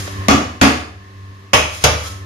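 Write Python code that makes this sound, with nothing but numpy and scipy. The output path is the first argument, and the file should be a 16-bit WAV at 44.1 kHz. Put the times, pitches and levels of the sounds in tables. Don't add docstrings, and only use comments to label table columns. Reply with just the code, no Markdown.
import sys
import numpy as np
from scipy import signal
from scipy.fft import rfft, irfft
from scipy.io import wavfile
from scipy.ndimage import uniform_filter1d

SR = 44100
rng = np.random.default_rng(int(sys.argv[2]) if len(sys.argv) > 2 else 0)


def output_pcm(signal):
    pcm = np.clip(np.atleast_2d(signal).T, -1, 1) * 32767
    wavfile.write(sys.argv[1], SR, np.round(pcm).astype(np.int16))


N = 99225
T = np.arange(N) / SR
HZ = np.maximum(np.arange(N // 2 + 1) * SR / N, 1)

# (frequency [Hz], likeness [-1 to 1])
STEREO_LIKENESS = [(40, 0.16), (80, 1), (250, .88), (500, 0.59), (1000, -0.22), (4000, 0.098),
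                   (12000, -0.099)]
# (multiple of the hum's pitch [x], level [dB])
MOTOR_TONES = [(1, -32), (2, -48), (3, -50), (4, -50.5), (18, -54), (20, -61.5), (27, -61)]
# (time [s], level [dB])
LOW_TONE_WAVER = [(0, 2.5), (.09, -11.5), (.2, -1.5), (.45, -9), (.95, 3), (1.07, -7), (1.22, -0.5),
                  (1.34, 0), (1.42, -8.5), (1.7, -0.5), (2.05, -3.5), (2.2, 1.5)]
# (time [s], level [dB])
WHINE_CURVE = [(0, -53), (.1, -51), (.19, -33), (.28, -41.5), (.55, -43), (.9, -56), (1.05, -49),
               (1.35, -47.5), (1.45, -53), (2.05, -45), (2.25, -46)]
# (time [s], level [dB])
BACKGROUND_CURVE = [(0, 9), (.25, 12), (.55, 3), (.85, -6), (1.05, -1), (1.3, -1), (1.45, -1.5),
                    (1.75, -3.5), (2.05, 0.5), (2.25, 3)]
# (frequency [Hz], level [dB])
ROOM_COLOUR = [(25, -14), (90, 10.5), (140, -1), (250, -4.5), (450, -6), (850, -12), (1110, 1),
               (1400, -12.5), (1780, -3), (2300, -11.5), (4000, -15), (6700, -20.5), (8000, -29),
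               (13000, -28.5)]
# (peak time [s], level [dB], rise time [s], fade time [s])
RUB_STROKES = [(0.0, -27.5, .02, 0.67), (1.765, -31, 0.058, 0.37), (1.83, -32, 0.025, 0.58),
               (2.08, -30, 0.11, 0.4)]
# (frequency [Hz], level [dB])
CONTACT_COLOUR = [(200, -8), (600, -7), (1300, -0.5), (2500, -4.5), (4500, -5), (6700, 0), (7900, -13.5),
                  (10500, -9), (13000, -15)]
# (frequency [Hz], fade time [s])
CROWD_FADE = [(60, 0.51), (400, 0.5), (1200, 0.49), (3000, 0.5), (6000, 0.49), (12000, 0.41)]
# (frequency [Hz], level [dB])
KNOCK_CROWD_COLOUR = [(35, -15), (70, 1), (170, -3), (260, 5.5), (430, 0), (750, 0.5), (950, -1.5),
                      (1250, 4), (1500, -3.5), (2400, -2.5), (4200, -11), (6700, -10.5), (7900, -24),
                      (10500, -22), (13000, -27.5)]
# (frequency [Hz], level [dB])
SLAP_CROWD_COLOUR = [(35, -12), (70, 2.5), (170, -6), (330, -7), (520, 0.5), (850, 0.5), (1300, 1),
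                     (1650, -4.5), (2700, 1), (3800, -8), (5200, -10), (6700, -5), (7900, -24),
                     (10500, -17.5), (13000, -24.5)]
# (pitch [Hz], fade time [s], first knock [dB], second knock [dB])
KNOCK_MODES = [(136, .4, -11, -13.5), (214.1, 0.22, -1, -1), (245.8, 0.5, -8, -9.5),
               (304.3, 0.54, -14, -11.5), (378, 0.23, -12, -17), (441.5, 0.67, -32, -20),
               (587, 0.69, -23.5, -32), (655, 0.36, -32, -23), (718, 0.49, -23, -18),
               (731, 0.59, -15, -16.5), (787, 0.25, -12, -37), (845, 0.23, -21, -17),
               (1119, 0.42, -8.5, -12.5), (1181, 0.48, -9, -10.5), (1236, 0.34, -11, -26),
               (1405, .35, -32, -40), (1663, 0.57, -20, -17.5), (1681, 0.5, -19, -15),
               (1982, 0.52, -20.5, -21), (2102, 0.5, -20, -16), (2695, 0.5, -28, -18.5),
               (3010, 0.6, -40, -22), (3276, 0.43, -39, -17.5), (5530, 0.28, -41, -36)]
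# (pitch [Hz], fade time [s], first slap [dB], second slap [dB])
SLAP_MODES = [(107.4, 0.52, -36, -6), (132, 0.53, -35, -23), (152, 0.35, -35, -10.5),
              (279.7, 0.34, -12, -17), (449.5, .45, -21, -11.5), (506.4, 0.49, -18, -9),
              (589, 0.53, -24, -11), (616, 0.43, -9, -12.5), (720, 0.2, -38, -7), (880, 0.36, -19, -9),
              (1107, 0.25, -3, -26), (1164, 0.67, -16, -23), (1285, 0.85, -33, -25), (1370, 0.55, -15, -51),
              (1960, 0.57, -15, -20), (2135, 0.4, -11.5, -27), (2316, 0.59, -22, -15),
              (2550, 0.78, -16, -30), (2560, 0.54, -12.5, -40), (2710, 0.39, -19, -45),
              (2790, 0.45, -10, -34), (3040, 0.55, -15.5, -37), (3100, 0.37, -11.5, -23),
              (3689, 0.28, -23, -40), (4250, .42, -34, -43), (6400, 0.41, -37, -16), (6440, 0.66, -32, -22)]
# (time [s], clang [dB], brightness [dB/octave], crack [dB], thud [dB], boom [dB])
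RIM_KNOCKS = [(0.2842, -5.5, -0.9, -1, -2, -19), (0.6132, -4.5, -0.14, -13.5, -9, -17.5)]
# (time [s], clang [dB], brightness [dB/octave], crack [dB], thud [dB], boom [dB])
HAND_SLAPS = [(1.5322, -4.5, -0.48, -15, -37, -18.5), (1.8392, -6, -0.33, -5, -12.5, -12.5)]

HUM_HZ, WHINE_MULTIPLE = 96.9, 11
MODE_GAP_HZ, TREBLE_FROM_HZ = 69.83, 3300
CONTACT_S = 0.00088
BOOM_HZ, BOOM_T60_S, BOOM_RISE_S = 77.8, 0.85, 0.018


def from_db(db):
    return 10 ** (np.asarray(db) / 20)


def rms_one(x):
    return x / np.sqrt(np.mean(x ** 2) + 1e-20)


def at_hz(points, hz):
    freqs, values = np.transpose(points)
    return np.interp(np.log(hz), np.log(freqs), values)


def level_curve(points):
    return from_db(np.interp(T, *np.transpose(points)))


def decay(t60, hold_s=0):
    return from_db(-60 * np.maximum(T - hold_s, 0) / t60)


def rise(seconds):
    return 1 - np.exp(-T / seconds)


def delayed(x, start_s):
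    return np.pad(x, ((0, 0), (int(start_s * SR), 0)))[:, :N]


def drift(rate_hz):
    return noise(rfft(rng.standard_normal(N)) / (1 + (HZ / rate_hz) ** 2))


def stereo_spectrum(colour):
    mid, side = rfft(rng.standard_normal((2, N)))
    alike = at_hz(STEREO_LIKENESS, HZ)
    pair = np.sqrt(1 + alike) * mid + np.sqrt(1 - alike) * side * np.array([[1], [-1]])
    return from_db(at_hz(colour, HZ)) * pair


def noise(spectrum):
    return rms_one(irfft(spectrum, N))


def tone(hz):
    apart = np.arccos(at_hz(STEREO_LIKENESS, hz)) * rng.choice([-1, 1])
    return np.sin(2 * np.pi * (hz * T + rng.random()) + apart * np.array([[.5], [-.5]]))


def motor_hum(waver_db=1.25):
    lowest, *upper = [from_db(db + waver_db * drift(6)) * tone(k * HUM_HZ) for k, db in MOTOR_TONES]
    hum = lowest * level_curve(LOW_TONE_WAVER) + sum(upper)
    whine = level_curve(WHINE_CURVE) * from_db(waver_db * drift(23)) * tone(WHINE_MULTIPLE * HUM_HZ)
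    room = from_db(-43.5) * noise(stereo_spectrum(ROOM_COLOUR))
    return whine + level_curve(BACKGROUND_CURVE) * (hum + room)


def mode_crowd(wash_db=5.5):
    gap_bins = MODE_GAP_HZ * N / SR
    places = (np.cumsum(.5 + rng.random(1000)) * gap_bins).astype(int)
    peaks = np.zeros(len(HZ))
    peaks[places[places < len(HZ)]] = np.sqrt(gap_bins)
    return np.hypot(np.where(HZ > TREBLE_FROM_HZ, peaks, .7), from_db(wash_db))


def mode_groups(width_hz=130, spread_db=4.5):
    depth_db = spread_db * np.minimum(HZ / TREBLE_FROM_HZ, 1)
    favour = np.clip(rng.standard_normal(1000), -2, 1)
    return from_db(depth_db * np.interp(HZ / width_hz, np.arange(1000), favour))


def rubbing(crowd):
    power = 0
    for peak_s, db, rise_s, t60 in RUB_STROKES:
        drop_db = np.where(T < peak_s, 9 * ((peak_s - T) / rise_s) ** 2, 60 * (T - peak_s) / t60)
        power += from_db(db - drop_db) ** 2
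    hiss = np.sqrt(power) * noise(stereo_spectrum(CONTACT_COLOUR) * crowd * mode_groups())
    flicker = from_db(0.77 * drift(33))
    ring = from_db(-27.5) * tone(hz=1307) * rise(0.022) * decay(t60=0.49)
    return hiss * flicker + delayed(ring, start_s=2.03)


def light_tap():
    ping = tone(hz=593) * decay(t60=0.098)
    click = 1.4 * noise(stereo_spectrum(KNOCK_CROWD_COLOUR)) * decay(t60=0.06)
    return from_db(-27) * delayed(ping + click, start_s=.076)


def hollow_note(swell_s=.05):
    shape = np.minimum(T / swell_s, 1) ** 2 * decay(t60=0.2, hold_s=swell_s)
    return from_db(-6.5) * sum(delayed(shape * tone(hz=276.4), start_s) for start_s, *_ in RIM_KNOCKS)


def clang(spectrum, hold_s):
    edges = np.concatenate([[0], np.geomspace(SR / 256, SR / 2, 8)])
    bands = [irfft(spectrum * (HZ > low) * (HZ <= high), N) for low, high in zip(edges, edges[1:])]
    fade_times = at_hz(CROWD_FADE, edges[1:] / np.sqrt(2))
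    return sum(band * decay(t60, hold_s) for band, t60 in zip(bands, fade_times)) / sum(bands).std()


def blows(events, modes, colour, crowd, modes_db, swell_cycles, ring_hold_s, sheet_hold_s,
          clash_db, clash_t60, crack_t60, thud_hz, thud_t60):
    out = 0
    for k, (start_s, clang_db, brightness, crack_db, thud_db, boom_db) in enumerate(events):
        tilt = from_db(brightness * np.log2(HZ / 1000))
        sheet = clang(stereo_spectrum(colour) * crowd * mode_groups() * tilt, sheet_hold_s)
        sheet *= 1 + from_db(clash_db) * decay(clash_t60)
        ring = 0
        for hz, t60, *levels_db in modes:
            shape = rise(swell_cycles / hz) * decay(t60, ring_hold_s)
            ring += from_db(levels_db[k] + modes_db) * tone(hz) * shape
        steel = from_db(clang_db) * (sheet * from_db(-3) + ring) * rise(CONTACT_S)
        crack = from_db(crack_db) * noise(stereo_spectrum(CONTACT_COLOUR)) * decay(crack_t60)
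        thud = from_db(thud_db) * np.sin(2 * np.pi * thud_hz * T) * decay(thud_t60) * rise(CONTACT_S)
        boom = from_db(boom_db) * tone(BOOM_HZ) * decay(BOOM_T60_S) * rise(BOOM_RISE_S)
        out += delayed(steel + crack + thud + boom, start_s)
    return out


def knocks(crowd):
    return blows(RIM_KNOCKS, KNOCK_MODES, KNOCK_CROWD_COLOUR, crowd,
                 modes_db=-1, swell_cycles=3.4, ring_hold_s=0.023, sheet_hold_s=0.029,
                 clash_db=3, clash_t60=0.022, crack_t60=0.011, thud_hz=197, thud_t60=.1)


def slaps(crowd):
    return blows(HAND_SLAPS, SLAP_MODES, SLAP_CROWD_COLOUR, crowd,
                 modes_db=-2.5, swell_cycles=4.2, ring_hold_s=0.0074, sheet_hold_s=0.0087,
                 clash_db=-6, clash_t60=0.065, crack_t60=0.087, thud_hz=134, thud_t60=0.17)


def scene():
    crowd = mode_crowd()
    return hollow_note() + knocks(crowd) + slaps(crowd) + light_tap() + rubbing(crowd) + motor_hum()


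def record(dry):
    ceiling, attack_s, release_db_per_s, cutoff_hz = 1.93, 0.0014, 151, 13100
    over_db = 20 * np.log10(np.maximum(np.abs(dry).max(0) / ceiling, 1))
    recovery_db = release_db_per_s * T
    cut_db = np.maximum.accumulate(over_db + recovery_db) - recovery_db
    limited = dry * from_db(-uniform_filter1d(cut_db, int(attack_s * SR)))
    rounded = limited / (1 + limited ** 8) ** (1 / 8)
    return signal.sosfilt(signal.ellip(10, .2, 70, cutoff_hz, fs=SR, output="sos"), rounded)


dry = scene()
out = record(dry)
output_pcm(out)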